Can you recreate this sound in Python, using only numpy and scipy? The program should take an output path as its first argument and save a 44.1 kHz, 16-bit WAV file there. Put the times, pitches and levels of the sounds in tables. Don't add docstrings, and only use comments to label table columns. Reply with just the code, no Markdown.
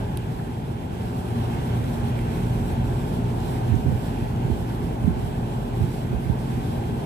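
import sys
import numpy as np
from scipy import signal
from scipy.fft import rfft, irfft, next_fast_len
from scipy.io import wavfile
from scipy.ndimage import uniform_filter1d, map_coordinates

SR = 44100
rng = np.random.default_rng(int(sys.argv[2]) if len(sys.argv) > 2 else 0)


def volts(x):
    e = np.asarray(x, float) / 20
    return 10 ** e


def to_wav(s):
    ch = np.atleast_2d(s).T
    pcm = np.round(np.clip(ch, -1, 1) * 32767)
    wavfile.write(sys.argv[1], SR, pcm.astype(np.int16))


N = 310949

# (multiple, left [dB], right [dB])
COMPRESSOR = [(1, -51, -50), (2, -40, -43), (3, -39, -41.5), (4, -39.5, -40), (5, -70, -51), (6, -47, -43),
              (7, -44, -42.5), (8, -58, -55), (9, -60, -66), (10, -64, -61), (13, -46, -55), (14, -51, -72),
              (15, -54, -68), (16, -58, -66), (17, -61, -79), (18, -60, -66), (19, -65, -63),
              (21, -72, -73), (24, -81, -70), (26, -67, -71), (27, -62.5, -68), (28, -69, -74),
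              (30, -73, -78), (34, -79, -71)]
# (multiple, left [dB], right [dB])
WHINE = [(45, -83, -75), (97, -80, -82), (112, -80, -82)]
# (multiple, left [dB], right [dB])
HUM = [(1, -34, -33), (2, -48, -49), (3, -60, -58)]
# (multiple, left [dB], right [dB])
BLADES = [(1, -40, -37), (2, -43, -36.5), (3, -39, -37), (4, -52, -49), (5, -52, -49), (6, -54, -50)]
# (multiple, left [dB], right [dB])
NEIGHBOUR = [(1, -42, -42), (2, -36, -36), (3, -45, -45), (4, -54, -54), (6, -53, -53), (7, -55, -55)]
# (time [s], gain [dB])
NEAR = [(0.0, -2), (0.13, -3), (0.36, -4), (0.62, -5), (1.53, -1), (2.63, -1), (2.9, -1), (3.21, -1.15),
        (3.54, -0.3), (3.94, -1.5), (4.58, -1.85), (6.2, -2.5), (6.75, -1), (7.05, -2.1)]
# (time [s], gain [dB])
FACING = [(0, -2.5), (1.2, -6), (2.0, -0.5), (2.8, 3), (3.6, -1.5), (4.3, 2), (5.0, -2.5), (5.8, 3.5),
          (7.05, -3.5)]
# (time [s], gain [dB])
REACH = [(0, -7), (.8, -2.5), (1.35, 3.5), (2.0, 1), (2.5, 4.5), (3.25, 4.5), (3.5, -14), (4.1, -16),
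         (4.7, 0), (5.3, -0.5), (6.3, -13), (7.1, -13)]
# (frequency [Hz], density [dB per Hz])
RUMBLE = [(25, -37), (33, -31), (38, -10), (48, -4), (100, 2), (150, 1), (190, -3), (235, -1), (300, -7.5),
          (420, -11.5), (520, -25), (900, -18.5), (1500, -120)]
# (frequency [Hz], share [0-1])
CASING_ALIKE = [(50, 0.81), (100, 0.95), (160, 0.94), (250, 0.89), (400, 0.88)]
# (frequency [Hz], density [dB per Hz])
AIR = [(100, -62), (250, -13.5), (450, -0.5), (650, -1), (850, 0), (1000, -4.5), (1250, -16.5), (1420, -16),
       (1570, -15), (1750, -39), (2100, -25.5), (4000, -120)]
# (frequency [Hz], density [dB per Hz])
JET = [(500, -58), (1000, -0.5), (1250, -1), (1600, 0.5), (2000, -3), (2400, -4), (2800, -4.5),
       (3300, -4.5), (3800, -12), (4800, -18), (7000, -17.5), (16000, -32)]
# (frequency [Hz], left-right [dB])
TILT = [(60, -3), (110, 2), (200, -1), (380, 1.5), (700, -1), (1290, -0.5), (2380, -6), (4400, -3),
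        (8120, -3), (15000, -5.5)]
# (frequency [Hz], density [dB per Hz])
SKIN = [(1500, -58), (3000, 3.5), (5000, 0), (6000, -4), (7000, -8.5), (7700, 1.5), (8500, -1),
        (9200, -1.5), (10000, -1.5), (10700, -3), (11600, -1), (13000, -3.5), (13700, -6), (14500, -6.5),
        (15500, -6.5)]
# (time [s], peak [dB], half-length [s])
STROKES = [(.350, -53, 0.046), (.480, -53, .15), (1.000, -53, 0.11), (1.300, -50.5, .25), (1.630, -52, .14),
           (1.930, -47, 0.091), (2.085, -48, 0.028), (2.210, -50, 0.034), (2.360, -49, .06),
           (2.500, -50, 0.11), (2.700, -47.5, 0.037), (2.930, -51.5, 0.064), (3.100, -50.5, .12),
           (3.475, -46.5, 0.095), (3.750, -52, 0.12), (4.020, -47.5, 0.088), (4.235, -52, 0.076),
           (4.560, -49, 0.1), (4.810, -53, 0.19), (5.240, -47.5, 0.067), (5.580, -51.5, 0.16),
           (5.930, -47.5, 0.12), (6.260, -50, 0.052), (6.475, -49, 0.1), (6.740, -50.5, 0.17),
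           (7.050, -51, .07)]
# (time [s], peak [dB], lower pitch [Hz], t60 [s], left-right [dB])
TICKS = [(.173, -34, 2950, .012, -9), (.173, -32, 3550, .012, -6), (.173, -26, 8900, .014, -8),
         (.1731, -28, 10200, .01, -8), (.173, -37, 6000, .012, -7), (.043, -42, 3500, .015, -4),
         (.225, -42, 3000, .012, -5), (.395, -40, 1400, .08, 4), (1.68, -41, 11500, .008, -3),
         (1.985, -39, 9000, .008, -3), (1.8417, -37, 6000, .006, -3), (2.156, -41, 3200, .01, -4),
         (2.1907, -29, 1850, .004, -5), (2.1907, -35, 2500, .004, -5), (2.1911, -40, 7500, .005, -5),
         (2.2122, -40, 9000, .03, -3), (3.405, -38, 6500, .01, -3), (3.7549, -36, 6000, .01, -1),
         (4.159, -34, 750, .02, 0), (4.3616, -40, 6000, .01, -3)]
# (time [s], peak [dB], pitch [Hz], half-length [cycles])
VORTICES = [(3.702, -17.5, 124, 1.2), (3.735, -12, 79, 1.1), (3.736, -21, 56, 1.2), (3.737, -16, 124, 1.2),
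            (3.744, -15.5, 218, 1.1), (3.745, -17.5, 307, 1.2), (3.751, -18, 139, 0.5),
            (3.766, -9.5, 139, 0.5), (3.864, -15.5, 274, 0.8), (3.868, -11.5, 111, 0.45),
            (3.888, -10, 124, 0.7), (3.895, -18.5, 218, 1.2), (3.912, -15, 88, 0.8),
            (3.925, -20.5, 218, 1.1), (3.931, -16, 139, 0.8), (3.956, -18, 88, 0.8),
            (4.454, -16, 124, 0.46), (4.5, -25, 124, 1.4), (4.502, -22, 174, 1.2), (4.502, -11.5, 242, 0.5),
            (4.523, -12.5, 70, 0.8), (4.843, -27, 79, 1.2), (5.048, -15, 99, 0.5), (5.049, -22.5, 218, 1.4),
            (5.061, -11, 100, 0.43), (5.078, -19, 70, 0.5), (5.081, -8, 218, 0.8), (5.096, -16, 155, 1.2),
            (5.103, -12.5, 111, 1.3), (5.125, -22, 63, 1.2), (5.173, -23, 88, 0.8), (5.81, -18.5, 340, 0.8),
            (5.811, -21, 197, 1), (5.816, -16, 124, 1.2), (5.835, -13, 88, 0.84), (5.847, -17, 139, 0.87),
            (5.855, -19, 56, 0.8), (6.135, -17, 218, 0.5), (6.144, -19, 174, 0.54), (6.151, -21, 63, 1.2),
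            (6.182, -17, 88, 0.5), (6.269, -17, 88, 0.8), (6.3, -9.5, 172, 0.45), (6.308, -18, 174, 0.45),
            (6.31, -13.5, 70, 0.5), (6.326, -20, 88, 0.5)]
# (time [s], peak [dB], half-length [s])
EDDIES = [(1.6, -29, .05), (1.83, -26.5, .08), (2.04, -24, 0.027), (3.73, -24, 0.05), (3.80, -23, 0.022),
          (3.90, -25.5, 0.06), (4.23, -28, 0.023), (4.50, -23.5, 0.05), (4.60, -34, 0.073),
          (4.83, -33, .03), (4.885, -26, .015), (5.08, -22.5, .06), (5.035, -18, .01), (5.19, -21, 0.015),
          (5.24, -23.5, 0.015), (5.29, -28, .03), (5.83, -25.5, 0.036), (5.89, -29, .02), (6.14, -29, .04),
          (6.225, -29, 0.011), (6.30, -25, 0.034), (6.43, -32, 0.037), (6.57, -31, 0.092),
          (6.93, -30, 0.056)]
# (frequency [Hz], density [dB per Hz])
BUFFET = [(25, -40), (36, -18), (48, -3), (91, 0), (150, 2.5), (260, -6.5), (400, -16), (580, -32),
          (1200, -120)]

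SHAFT_HZ, MAINS_HZ, BLADE_HZ, NEIGHBOUR_HZ = 58.15, 119.93, 44.98, 58.61
THROB_S, BLADE_S, NEIGHBOUR_S = 0.02, 0.001, 0.022
FAN_LAG_S, JET_LAG_S, NUT_LAG_S = -24 / 44100, -20 / 44100, -23.3 / 44100
CASE_LAG_S, PANEL_HZ = -0.00039, 400
CASING_DB, CASING_GROWS = -27.5, 0.76
JET_DB, JET_GROWS = -45.5, 0.94
SWING_S, SWING_DB, SWING_WIDE_S = 1.84, 1.5, 1
GRIP_DB = -51
EDDY_DROP_DB, STROKE_DROP_DB = 13.5, 5
UPPER_MODE = 1.3
EDDY_CYCLES, EDDY_LEAD_S = 1.1, 0.00894
VORTEX_SAG = 0.12


def machine():
    tones = orders(SHAFT_HZ, COMPRESSOR + WHINE, waver_db=0.8, low_lag_s=CASE_LAG_S)
    tones += orders(MAINS_HZ, HUM, waver_db=0.5)
    fan = orders(BLADE_HZ, BLADES, waver_db=1.0, peak_s=BLADE_S, locked_count=3)
    tones += volts(curve(FACING)) * fan
    second = orders(NEIGHBOUR_HZ, NEIGHBOUR, waver_db=0.8, peak_s=NEIGHBOUR_S)
    tones += volts(curve(REACH)) * second
    return volts(1.4 * curve(NEAR) + 1.5) * tones


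def casing():
    rumble = rush(RUMBLE, alike=CASING_ALIKE, lag_s=0, patchy_db=0.08)
    return volts(CASING_DB + CASING_GROWS * curve(NEAR)) * rumble


def airflow():
    low = rush(AIR, alike=[(500, 0.4)], lag_s=FAN_LAG_S, patchy_db=1.28)
    low_db = curve(NEAR) - 36.0 + 0.15 * wobble(11.0)
    jet = rush(JET, alike=[(500, 0.5)], lag_s=JET_LAG_S, patchy_db=1.0, echo=0.3)
    swing_db = SWING_DB * np.exp(-((np.arange(N) / SR - SWING_S) / SWING_WIDE_S) ** 4)
    jet_db = JET_DB + JET_GROWS * curve(NEAR) + swing_db + 0.64 * wobble(14)
    return volts(low_db) * low + volts(jet_db) * jet


def fingers():
    grit = volts(0.94 * wobble(35) + 0.53 * wobble(22))
    skin = rush(SKIN, alike=[(500, 0.42)], lag_s=NUT_LAG_S, patchy_db=1.1)
    pressure = np.hypot(volts(GRIP_DB), swells(STROKES, STROKE_DROP_DB))
    return pressure * volts(-1.1) * grit * skin


def ticks():
    out = np.zeros((2, N + SR))
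    t = np.arange(SR // 10) / SR
    for s, db, low_hz, t60, pan_db in TICKS:
        burst = np.zeros(N)
        burst[:len(t)] = rng.standard_normal(len(t)) * volts(-60 * t / t60)
        burst[0] = 1.1 / np.sqrt(t60)

        def ringing(f):
            low, high = [mode(f, hz, 350 + hz * hz / 36000) for hz in (low_hz, UPPER_MODE * low_hz)]
            return low - 0.76 * high

        ring = filtered(burst, ringing)
        ring = ring[:len(t)] / np.abs(ring).max()
        sides_db = np.array([[pan_db / 2], [-pan_db / 2]])
        out[:, round(s * SR):][:, :len(t)] += volts(db + sides_db) * ring
    return out[:, :N]


def wind():
    eddies = rush(BUFFET, alike=[(100, 0)], lag_s=0, patchy_db=5.0)[0]
    eddies = eddies / np.sqrt(np.abs(uniform_filter1d(eddies ** 2, size=1500)) + 0.13)

    def port(hz):
        return 1 / (1 + (36 / (hz + 1)) ** 6)

    def sag(hz):
        cycles = hz * EDDY_LEAD_S - EDDY_CYCLES * np.log(hz + 20)
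        return np.exp(2j * np.pi * cycles) * port(hz)

    out = filtered(swells(EDDIES, EDDY_DROP_DB) * eddies, sag)
    t = np.arange(-4000, 4000) / SR
    turns = rng.uniform(0, 2 * np.pi, len(VORTICES))
    for (s, db, hz, half_cycles), turn in zip(VORTICES, turns):
        u = hz * t
        swell = np.exp(-0.5 * (u / half_cycles) ** 2)
        cycles = u - 0.5 * VORTEX_SAG * u * u / half_cycles
        pop = volts(db) * swell * np.cos(2 * np.pi * cycles + turn)
        out[round(s * SR) - 4000:][:len(t)] += pop
    return filtered(out, port) * volts([[-22], [0.4]])


def orders(hz, rows, waver_db, peak_s=THROB_S, locked_count=2, low_lag_s=0):
    t = np.arange(N) / SR - peak_s
    out = np.zeros((2, N))
    for k, left_db, right_db in rows:
        order_hz = k * hz
        turn = 2 * np.pi * order_hz * t + rng.uniform(0, 2 * np.pi) * (k > locked_count)
        lag_s = FAN_LAG_S if order_hz > 500 else low_lag_s * order_hz / PANEL_HZ
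        lag = np.pi * order_hz * lag_s * np.array([[-1], [1]])
        level = np.sqrt(2) * volts([[left_db], [right_db]]) * volts(waver_db * wobble(2.94))
        out += level * np.cos(turn + lag)
    return out


def rush(spectrum, alike, lag_s, patchy_db, echo=0.0):
    z = signal.stft(rng.standard_normal((3, N)), nperseg=512)[2]
    field = uniform_filter1d(rng.standard_normal(z.shape[1:]), size=6, axis=0)
    field = uniform_filter1d(field, size=14, axis=1)
    shared, *own = signal.istft(z * volts(patchy_db * unit(field)), nperseg=512)[1][:, :N]

    def share(hz):
        return np.clip(along(alike, hz), 0, 1)

    def ports(hz):
        mirror = np.array([1 + echo * np.exp(-2j * np.pi * hz / 825), 1 + 0 * hz])
        sides = volts(along(TILT, hz) * np.array([[0.5], [-0.5]]))
        return volts(along(spectrum, hz)) * mirror * sides

    left = filtered(shared, lambda hz: np.exp(-2j * np.pi * hz * lag_s))
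    pair = filtered(np.array([left, shared]), lambda hz: np.sqrt(share(hz)))
    pair = pair + filtered(np.array(own), lambda hz: np.sqrt(1 - share(hz)))
    return unit(filtered(pair, ports))


def swells(rows, drop_db):
    t = np.arange(N) / SR
    return np.sqrt(sum(volts(db - drop_db * ((t - s) / half_s) ** 2) ** 2 for s, db, half_s in rows))


def mode(f, centre_hz, width_hz):
    return 1j * f * width_hz / (centre_hz ** 2 - f * f + 1j * f * width_hz)


def wobble(rate):
    return map_coordinates(rng.standard_normal(1000), [np.arange(N) * min(rate, 100) / SR])


def curve(rows):
    return np.interp(np.arange(N) / SR, *np.transpose(rows))


def along(points, hz):
    f, v = np.transpose(points)
    return np.interp(np.log(hz + 1), np.log(f + 1), v)


def filtered(x, response):
    m = next_fast_len(N + 8192)
    return irfft(rfft(x, m) * response(np.fft.rfftfreq(m, 1 / SR)), m)[..., :N]


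def unit(x):
    return x / np.sqrt(np.mean(x ** 2) + 1e-20)


def scene():
    return machine() + casing() + airflow() + volts(curve(NEAR)) * fingers() + ticks() + wind()


def top_cut(x):
    return signal.sosfilt(signal.butter(12, 15480, fs=SR, output="sos"), x)


def record(dry):
    mix = filtered(dry, lambda hz: hz < 15480)
    return top_cut(mix)


dry = scene()
out = record(dry)
to_wav(out)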